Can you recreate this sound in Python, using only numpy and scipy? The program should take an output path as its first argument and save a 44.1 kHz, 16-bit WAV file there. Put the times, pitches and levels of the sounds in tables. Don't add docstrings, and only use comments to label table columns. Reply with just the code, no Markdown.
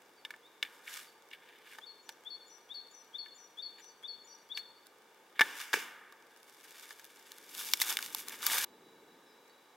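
import sys
import numpy as np
from scipy import signal
from scipy.fft import rfft, irfft, next_fast_len
from scipy.io import wavfile
from scipy.ndimage import map_coordinates

SR = 44100
rng = np.random.default_rng(int(sys.argv[2]) if len(sys.argv) > 2 else 0)


def master_out(mix):
    frames = np.transpose(np.atleast_2d(mix))
    ceiling = np.clip(frames, -1, 1)
    pcm = np.round(ceiling * 32767).astype(np.int16)
    wavfile.write(sys.argv[1], SR, pcm)


N = 430400


def amp(db):
    return 10 ** (np.asarray(db) / 20)


def unit(x):
    return x / np.sqrt(np.mean(x ** 2) + 1e-20)


def along(points, hz):
    f, v = np.transpose(points)
    return np.interp(np.log(hz + 1), np.log(f + 1), v)


def curve(rows):
    s, db = np.transpose(rows)
    return np.interp(np.arange(N) / SR, s, db, left=-120, right=-120)


def colour(x, gain_db):
    n = x.shape[-1]
    m = 2 * next_fast_len(n // 2 + 4096)
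    log_gain = np.log(amp(gain_db(np.fft.rfftfreq(m, 1 / SR))))
    cepstrum = irfft(log_gain, m)
    cepstrum[1:m // 2] *= 2
    cepstrum[m // 2 + 1:] = 0
    response = np.exp(rfft(cepstrum))
    return irfft(rfft(x, m) * response, m)[..., :n]


def spread(pair, side_db):
    bass = signal.sosfilt(signal.butter(1, 2500, fs=SR, output="sos"), pair[1])
    side = pair[1] - .7 * bass
    return pair[0] + amp(side_db) * np.array([side, -side])


def pan(x, left_db):
    return x * amp(np.array([[left_db], [-left_db]]) / 2)


def add(track, s, sound):
    part = track[..., max(round(s * SR), 0):][..., :sound.shape[-1]]
    part += sound[..., :part.shape[-1]]


def together(gains):
    return np.linalg.norm(list(gains), axis=0)


def wobble(rate, size=N):
    knots = rng.standard_normal(int(size * rate / SR) + 2)
    return map_coordinates(knots, [np.arange(size) * rate / SR], mode="nearest")


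def swell(s, db, rise, fall, shape=1.8077):
    t = np.arange(N) / SR - s
    distance = np.minimum(np.maximum(-t / rise, t / fall), 10)
    return amp(db - 20 * distance ** shape)


def rush(spectrum, side_db, grain_db=0):
    knots = np.arange(0, N, SR * .0012)
    grains = np.clip(rng.standard_normal(len(knots)), -2.5, 2.5)
    size = amp(grain_db * np.interp(np.arange(N), knots, grains))
    noise = spread(size * rng.standard_normal((2, N)), side_db)
    return unit(colour(noise, lambda hz: along(spectrum, hz)))


def ticks(spectrum, rate, range_db):
    chosen = rng.random(N) < rate / SR
    size = amp(range_db * rng.random(N)) * chosen
    decay = amp(-60 * np.arange(SR // 50) / SR / 0.00523)
    envelope = signal.fftconvolve(size, decay)[:N]
    clicks = envelope * spread(rng.standard_normal((2, N)), side_db=0.5)
    return unit(colour(clicks, lambda hz: along(spectrum, hz)))


# (frequency [Hz], t60 [s])
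FOREST_DECAY = [(300, 0.6222), (1700, 1.5652), (4000, 0.6285), (15000, 0.6004)]


def echo(x, rise):
    hz, t, z = signal.stft(rng.standard_normal((2, SR)), SR, nperseg=256)
    decay = amp(-60 * t / along(FOREST_DECAY, hz)[:, None])
    tail = signal.istft(z * decay * (1 - np.exp(-t / rise)), SR, nperseg=256)[1]
    tail = spread(tail / np.linalg.norm(tail[0]), side_db=-8.0)
    return signal.fftconvolve(x.mean(axis=0)[None], tail, axes=1)[:, :N]


# (frequency [Hz], level [dB])
WASH_SPECTRUM = [(80, -33.5), (300, -7), (700, -10.5), (1650, -1.5), (2300, -7), (3600, -9), (6000, -23.5)]


def wash(x):
    hz, t, z = signal.stft(rush(WASH_SPECTRUM, side_db=-16.5), SR, nperseg=256)
    energy = np.sum(np.abs(signal.stft(x[0], SR, nperseg=256)[2]) ** 2, axis=0)
    kept = amp(-60 * t[1] / along(FOREST_DECAY, hz)) ** 2
    lingering = np.array([signal.lfilter([0, 1 - k], [1, -k], energy) for k in kept])
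    return signal.istft(z * np.sqrt(lingering), SR, nperseg=256)[1][:, :N]


# (frequency [Hz], level [dB])
CRACK_SPECTRUM = [(80, -56), (1000, -5.5), (4200, 6), (9000, 0), (13000, 1.5), (16000, 2)]


def crack(t, t60, side_db, tilt_db=0, spike=0):
    burst = spread(rng.standard_normal((2, len(t))), side_db) * amp(-60 * t / t60) + spike * (t == 0)
    bright = colour(burst, lambda hz: along(CRACK_SPECTRUM, hz) + tilt_db * np.log2(1 + hz / 2000))
    return bright * np.linalg.norm(burst) / np.linalg.norm(bright) / 2


def knocks(rows, modes, crack_t60, reach, low_hz):
    out, t = np.zeros((2, N)), np.arange(SR // 5) / SR
    hz, mode_db, t60 = np.transpose(modes)[:, :, None]
    for s, db, bright_hz, length, crack_db in rows:
        octaves = np.log2(hz / bright_hz)
        size = amp(mode_db + rng.normal(0, 1.922, hz.shape)) / (1 + (octaves / reach) ** 2)
        pitch = hz * (1 + .015 * (hz > 2000) * rng.standard_normal(hz.shape))
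        decay = amp(-60 * t / (t60 * length))
        ring = np.sum(size * decay * np.cos(2 * np.pi * pitch * t), axis=0)
        ring *= 1 - np.exp(-(t / 0.00034435) ** 2)
        burst = crack(t, crack_t60, side_db=-6.5, tilt_db=-6.5)
        add(out, s, amp(db) * (ring / np.abs(ring).max() + amp(crack_db) * burst))
    return signal.sosfilt(signal.butter(2, low_hz, "high", fs=SR, output="sos"), out)


# (frequency [Hz], relative level [dB])
AIR_SPECTRUM = [(25, -44.5), (110, -19), (451, 3), (714, -3), (1560, -6), (4030, -14), (12200, -24),
                (16000, -22.5)]
# (time [s], level [dB])
GUST_LEVEL = [(7.3, -74), (7.9, -64), (9.1, -64.5), (9.76, -85.5)]


def air():
    low = rush([(60, -24.0), (240, 4.0), (450, 6.0), (1500, -34.0)], side_db=-22.5)
    return amp(-63) * rush(AIR_SPECTRUM, side_db=-5.5) + amp(curve(GUST_LEVEL)) * low


# (frequency [Hz], relative level [dB])
CLOTH_SPECTRUM = [(290, -62.5), (600, -23.5), (1440, -2), (3540, -5), (12900, -13), (16000, -18)]
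# (time at the fastest [s], level [dB], rise [s], fall [s])
BRUSH_STROKES = [(.75, -62, 0.1437, 0.095), (.94, -45, 0.11356, 0.1603), (1.725, -58, 0.1146, 0.1402),
                 (4.58, -48.5, 0.02727, 0.0335)]
# (level [dB], rise [s], fall [s])
FLIGHT_SWISH = (-44, 0.0949, 0.07985)
SWISH_S = 5.612
STROKE_SHAPE = 1.2442


def brushing():
    strokes = [*BRUSH_STROKES, (SWISH_S, *FLIGHT_SWISH)]
    gain = together(swell(*row, STROKE_SHAPE) for row in strokes)
    fidget = amp(-75.5) * ticks(CLOTH_SPECTRUM, rate=22, range_db=11)
    return gain * rush(CLOTH_SPECTRUM, side_db=-7.5, grain_db=3.5) + fidget


NOTE_RELEASE_S, WAVER_HZ, WAVER_DB = 0.01305, 22.21, 2


def whistle(length, start_hz, end_hz, attack=0.0377):
    u = np.linspace(0, 1, int(length * SR))
    glide = end_hz + (start_hz - end_hz) * (1 - u) ** 1.3485
    hz = glide + WAVER_HZ * wobble(117.72, size=len(u))
    onset = np.minimum(u * length / attack, 1) ** 1.0525
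    release = np.minimum((1 - u) * length / NOTE_RELEASE_S, 1)
    tremor = amp(WAVER_DB * wobble(100.83, size=len(u)))
    return np.sin(2 * np.pi * np.cumsum(hz) / SR) * onset * release * tremor


# (time [s], level [dB], notes sung [count])
SONG_PHRASES = [(1.808, -44.5, 4), (2.247, -39, 4), (2.688, -38, 4), (3.128, -37.5, 4), (3.567, -37.5, 4),
                (4.024, -37, 4), (4.492, -37.5, 2)]
# (delay [s], length [s], start [Hz], end [Hz], level in the phrase [dB], attack [s])
PHRASE_NOTES = [(0, 0.04977, 3179, 3742, -7, 0.02536), (0.051, 0.0667, 4511, 4370, -3.5, 0.010644),
                (0.212, .04, 6900, 7200, -23, .02), (.241, .1, 5930, 5845, -19, 0.02077)]
# (time [s], level [dB])
FAR_CALLS = [(0.155, -64), (1.051, -60.5), (3.865, -60.5), (4.29, -57), (4.74, -62)]
# (length [s], start [Hz], end [Hz])
FALLING_CALL = (0.060045, 4800, 4470)
# (time [s], length [s], start [Hz], end [Hz], level [dB])
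FAR_CHIRPS = [(0.418, 0.07534, 3260, 3850, -62), (9.245, 0.09753, 5560, 4900, -71),
              (9.48, 0.045, 4150, 4680, -68)]


def birds():
    song, far = np.zeros((1, N)), np.zeros((1, N))
    for s, db, count in SONG_PHRASES:
        for delay, length, start_hz, end_hz, note_db, attack in PHRASE_NOTES[:round(count)]:
            start, end = 1 + rng.normal(0, .004, 2)
            note = whistle(length, start * start_hz, end * end_hz, attack)
            add(song, s + delay, amp(db + note_db) * note)
    for s, db in FAR_CALLS:
        add(far, s, amp(db) * whistle(*FALLING_CALL))
    for s, length, start_hz, end_hz, db in FAR_CHIRPS:
        add(far, s, amp(db) * whistle(length, start_hz, end_hz))
    scattered = amp(-6) * echo(song + far, rise=0.002)
    return pan(song, left_db=7.5) + far + pan(scattered, left_db=5.5)


# (time [s], ring peak before the bass cut [dB],
# brightest pitch [Hz], ring length [share of t60], crack relative to the ring [dB])
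BOW_CONTACTS = [(.2499, -29.5, 2960, 1.019, -11), (.306, -33, 2122, 0.4764, -6.5),
                (.339, -39.5, 1707, 0.8, -30), (.6270, -19, 2967, 0.6933, -11.5),
                (.6288, -31.5, 2207, 0.3423, -4), (.6495, -38.5, 2691, 0.4796, -11.5),
                (1.3124, -42, 2600, 1.0, -11), (1.7853, -38, 1164, 0.6953, -5.5),
                (2.0911, -42, 1038, 0.682, 9), (3.26, -45.5, 1931, 1.039, -13),
                (4.5737, -27, 2964, 0.6084, -11), (5.3932, -17.5, 2402, 0.3807, -15),
                (5.395, -14.5, 1699, 0.4992, -13), (5.4092, -9.5, 1371, 0.1775, -9),
                (5.4137, -10.5, 1654, 1.1477, -14.5), (6.9067, -37, 2021, 0.496, -3)]
# (frequency [Hz], level before random variation [dB], t60 [s])
WOOD_MODES = [(902.37, -3.5, 0.045), (1262.2, 0.5, 0.01676), (1546.6, 2, 0.02805), (1744.7, 7, 0.043437),
              (2092.3, 2.5, 0.03366), (2261.3, 2, 0.03608), (2866.8, 11.5, 0.014268), (3313, 9, 0.019474),
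              (3620, 4, 0.03244), (5183.4, 6, 0.02109)]


def bow():
    taps = knocks(BOW_CONTACTS, WOOD_MODES, crack_t60=0.03304, reach=0.5723, low_hz=230)
    return taps + amp(-16.5) * wash(taps)


# (time at the fastest [s], level [dB], rise [s], fall [s])
SHAFT_RUBS = [(.652, -50.5, 0.0224, 0.0345), (.878, -47, 0.01683, 0.02537), (1.333, -51, 0.00898, 0.034),
              (1.52, -60, .2, 0.2), (1.67, -54, .02, .025), (1.73, -52.5, 0.03903, 0.03778),
              (3.795, -55.5, 0.02269, 0.02923), (5.36, -55, 0.013, 0.0675),
              (5.408, -36.5, 0.02103, 0.01193)]
# (frequency [Hz], relative level [dB])
RUB_SPECTRUM = [(900, -28), (1700, 3), (3300, -1), (6000, -22)]


def rubbing():
    gain = together(swell(*row) for row in SHAFT_RUBS)
    return gain * rush(RUB_SPECTRUM, side_db=-12.5, grain_db=5.5) * amp(1.6 * wobble(70))


# (time [s], level [dB], body pitch [Hz], body relative level [dB], t60 [s])
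TWIG_SNAPS = [(6.124, -45.5, 1153, 0.5, 0.01581), (6.996, -41.5, 1705, -2, 0.01468),
              (7.7360, -8, 5554, -4.5, 0.007962), (7.737, -19.5, 2248, -6.5, 0.01604),
              (7.8014, -21.5, 3620, -8.5, 0.00929), (7.8162, -12.7, 2034, -4.5, 0.01662),
              (7.9703, -14, 3620, -4, 0.006413), (7.9895, -23, 1525, 1.5, 0.007942),
              (8.0267, -24.5, 2332, -6, 0.01024), (8.1479, -14, 957, -13, 0.008786),
              (8.429, -26, 1391, -2, 0.0118), (8.466, -12, 1509, -11.5, 0.01668)]
# (time [s], level [dB])
SMALL_CLICKS = [(4.8693, -40), (6.708, -35.5), (6.781, -41.5), (7.044, -34), (7.0517, -37.5), (7.319, -31),
                (7.384, -38), (8.062, -24.5), (8.2843, -23), (8.2956, -29.5), (8.4405, -25), (8.642, -19.5)]
CLICK_T60 = 0.00828


def twigs():
    out, t = np.zeros((2, N)), np.arange(SR // 10) / SR
    for s, db, hz, body_db, t60 in TWIG_SNAPS:
        body = amp(body_db - 60 * t / t60) * np.sin(2 * np.pi * hz * t) * (1 - np.exp(-t * hz))
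        tearing = crack(t, t60, side_db=-8.5, tilt_db=-.45 * (body_db + 8.5), spike=3.065)
        add(out, s, amp(db) * (tearing + body))
    for s, db in SMALL_CLICKS:
        add(out, s, amp(db) * crack(t, CLICK_T60, side_db=-8, spike=2.162))
    return out


# (frequency [Hz], relative level [dB])
HISS_SPECTRUM = [(880, -53.5), (1500, 0), (2800, -1), (4200, -18), (4830, -8), (16000, -20.5)]
LAUNCH_S, FLIGHT_DB, RECEDE_DB_PER_S = 5.425, -50, 10
SHAKE_DB, SHAKE_RISE_S, SHAKE_T60 = -33.5, 0.002068, 0.42944


def flight():
    t, impact_s = np.arange(N) / SR, TARGET_HITS[0][0]
    flying = amp(FLIGHT_DB - RECEDE_DB_PER_S * (t - LAUNCH_S)) * (t > LAUNCH_S) * (t < impact_s)
    since = np.maximum(t - impact_s, 0)
    shaken = amp(SHAKE_DB - 60 * since / SHAKE_T60) * (1 - np.exp(-since / SHAKE_RISE_S))
    return together([flying, shaken]) * rush(HISS_SPECTRUM, side_db=-6.5, grain_db=2.5)


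# (time [s], ring peak before the bass cut [dB],
# brightest pitch [Hz], ring length [share of t60], crack relative to the ring [dB])
TARGET_HITS = [(5.731, -22.5, 1752, 1, -0.5), (5.7346, -24.5, 1299, 0.505, 2.5),
               (5.74, -13.5, 1323, 0.4568, -17), (5.7704, -34.5, 400, 0.941, -25)]
# (frequency [Hz], level before random variation [dB], t60 [s])
TARGET_MODES = [(429.32, 8, 0.04452), (1209.9, -6.5, 0.0216), (1690.2, 11.5, 0.01422),
                (2290.3, -2, 0.01457), (2835.2, -0.5, 0.0552)]


def target():
    hit = knocks(TARGET_HITS, TARGET_MODES, crack_t60=0.03596, reach=0.7653, low_hz=368.3)
    return hit + amp(-10.0) * wash(hit)


# (time [s], level before a 5 dB cut [dB])
RISING_LEVEL = [(6.3, -69.5), (6.69, -52.5), (6.91, -52), (7.02, -59.5), (7.52, -55)]
# (time at the fullest [s], level [dB], rise [s], fall [s], weight on the foot, relative [dB])
FOOTSTEPS = [(7.601, -40.5, 0.10668, 0.1185, -8.5), (7.665, -42.5, 0.02025, 0.2128, -9),
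             (7.82, -33, 0.03, 0.03065, -12.5), (7.909, -34.5, 0.12534, 0.05479, -5.5),
             (8.02, -48.5, 0.2392, 0.4326, -3.5), (8.19, -44, 0.0834, 0.07558, -15.5),
             (8.342, -50.5, 0.121, 0.04078, 3), (8.44, -43.5, 0.02432, 0.1041, -0.5),
             (8.54, -33, 0.15, 0.3, -4)]
# (frequency [Hz], relative level [dB])
LEAF_SPECTRUM = [(1470, -32), (2500, -5), (6000, -5), (8020, -7.5), (12100, -6), (16000, -11.5)]
# (frequency [Hz], relative level [dB])
CRUNCH_SPECTRUM = [(120, -25), (500, -8.5), (1600, 3.5), (3600, -1.5), (6000, -28.5)]


def walking():
    steps = [(swell(s, db, rise, fall, STROKE_SHAPE), weight_db)
             for s, db, rise, fall, weight_db in FOOTSTEPS]
    stalks = amp(-4.5) * ticks(LEAF_SPECTRUM, rate=150, range_db=21.5)
    clumps = amp(2.0755 * wobble(70))
    leaves = rush(LEAF_SPECTRUM, side_db=-19.0, grain_db=2.5) + stalks
    crackle = clumps * together(gain for gain, _ in steps) * leaves
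    pressed = together(gain * amp(weight_db) for gain, weight_db in steps)
    crunch = pressed * rush(CRUNCH_SPECTRUM, side_db=-41.5, grain_db=5)
    cloth = rush(CLOTH_SPECTRUM, side_db=-24, grain_db=3.0) + stalks
    rising = clumps * amp(curve(RISING_LEVEL) - 5) * cloth
    feet = pan(crackle + crunch + rising + twigs(), left_db=0.6223)
    return feet + amp(-23.0) * echo(feet, rise=0.01)


WHINE_HZ, WHINE_DB, FLUTTER_HZ = 3910.9, -71.5, 25.909
# (time at the fullest [s], level [dB], minus the fall [s], minus the rise [s])
LEAF_STIR = (9.5, -63.5, -0.0004, -0.0767)


def quiet_spot():
    t = np.arange(N) / SR
    flutter = np.sin(2 * np.pi * FLUTTER_HZ * t + wobble(10))
    gain = amp(WHINE_DB) * (1 + .5 * flutter + wobble(20) / 3)
    whine = gain * np.sin(2 * np.pi * WHINE_HZ * t)
    s, db, minus_fall, minus_rise = LEAF_STIR
    stir = swell(s, db, rise=-minus_rise, fall=-minus_fall)
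    return whine + stir * ticks(HISS_SPECTRUM, rate=198.6, range_db=20.5)


CUT_S = 8.648


def scene():
    before = np.clip((CUT_S - np.arange(N) / SR) / 0.00085, 0, 1)
    archer = brushing() + bow() + rubbing() + flight() + target() + walking()
    return air() + birds() + before * archer + (1 - before) * quiet_spot()


# (frequency [Hz], width [Hz], gain [dB])
HOUSING_MODES = [(621.31, 85.5, -4), (899.81, 61.26, 6), (1201.3, 61.08, 3.5), (1347.1, 46.52, -5.5),
                 (1647.1, 229.8, 2.5), (1969.7, 104.52, -4.5), (2254.4, 143.4, 3), (2554, 117.34, -6),
                 (3178.5, 80.87, -5), (3532, 131, 4), (4245.4, 330.1, -3), (12877, 1153.6, 3),
                 (14214, 540, -3.5)]
TOP_HZ = 15800


def record(dry):
    heard = colour(dry, lambda f: sum(db * np.exp(-((f - hz) / width) ** 2)
                                      for hz, width, db in HOUSING_MODES))
    m = next_fast_len(N + SR // 2)
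    passed = np.fft.rfftfreq(m, 1 / SR) < TOP_HZ
    return irfft(rfft(heard, m) * passed, m)[:, :N]


dry = scene()
out = record(dry)
master_out(out)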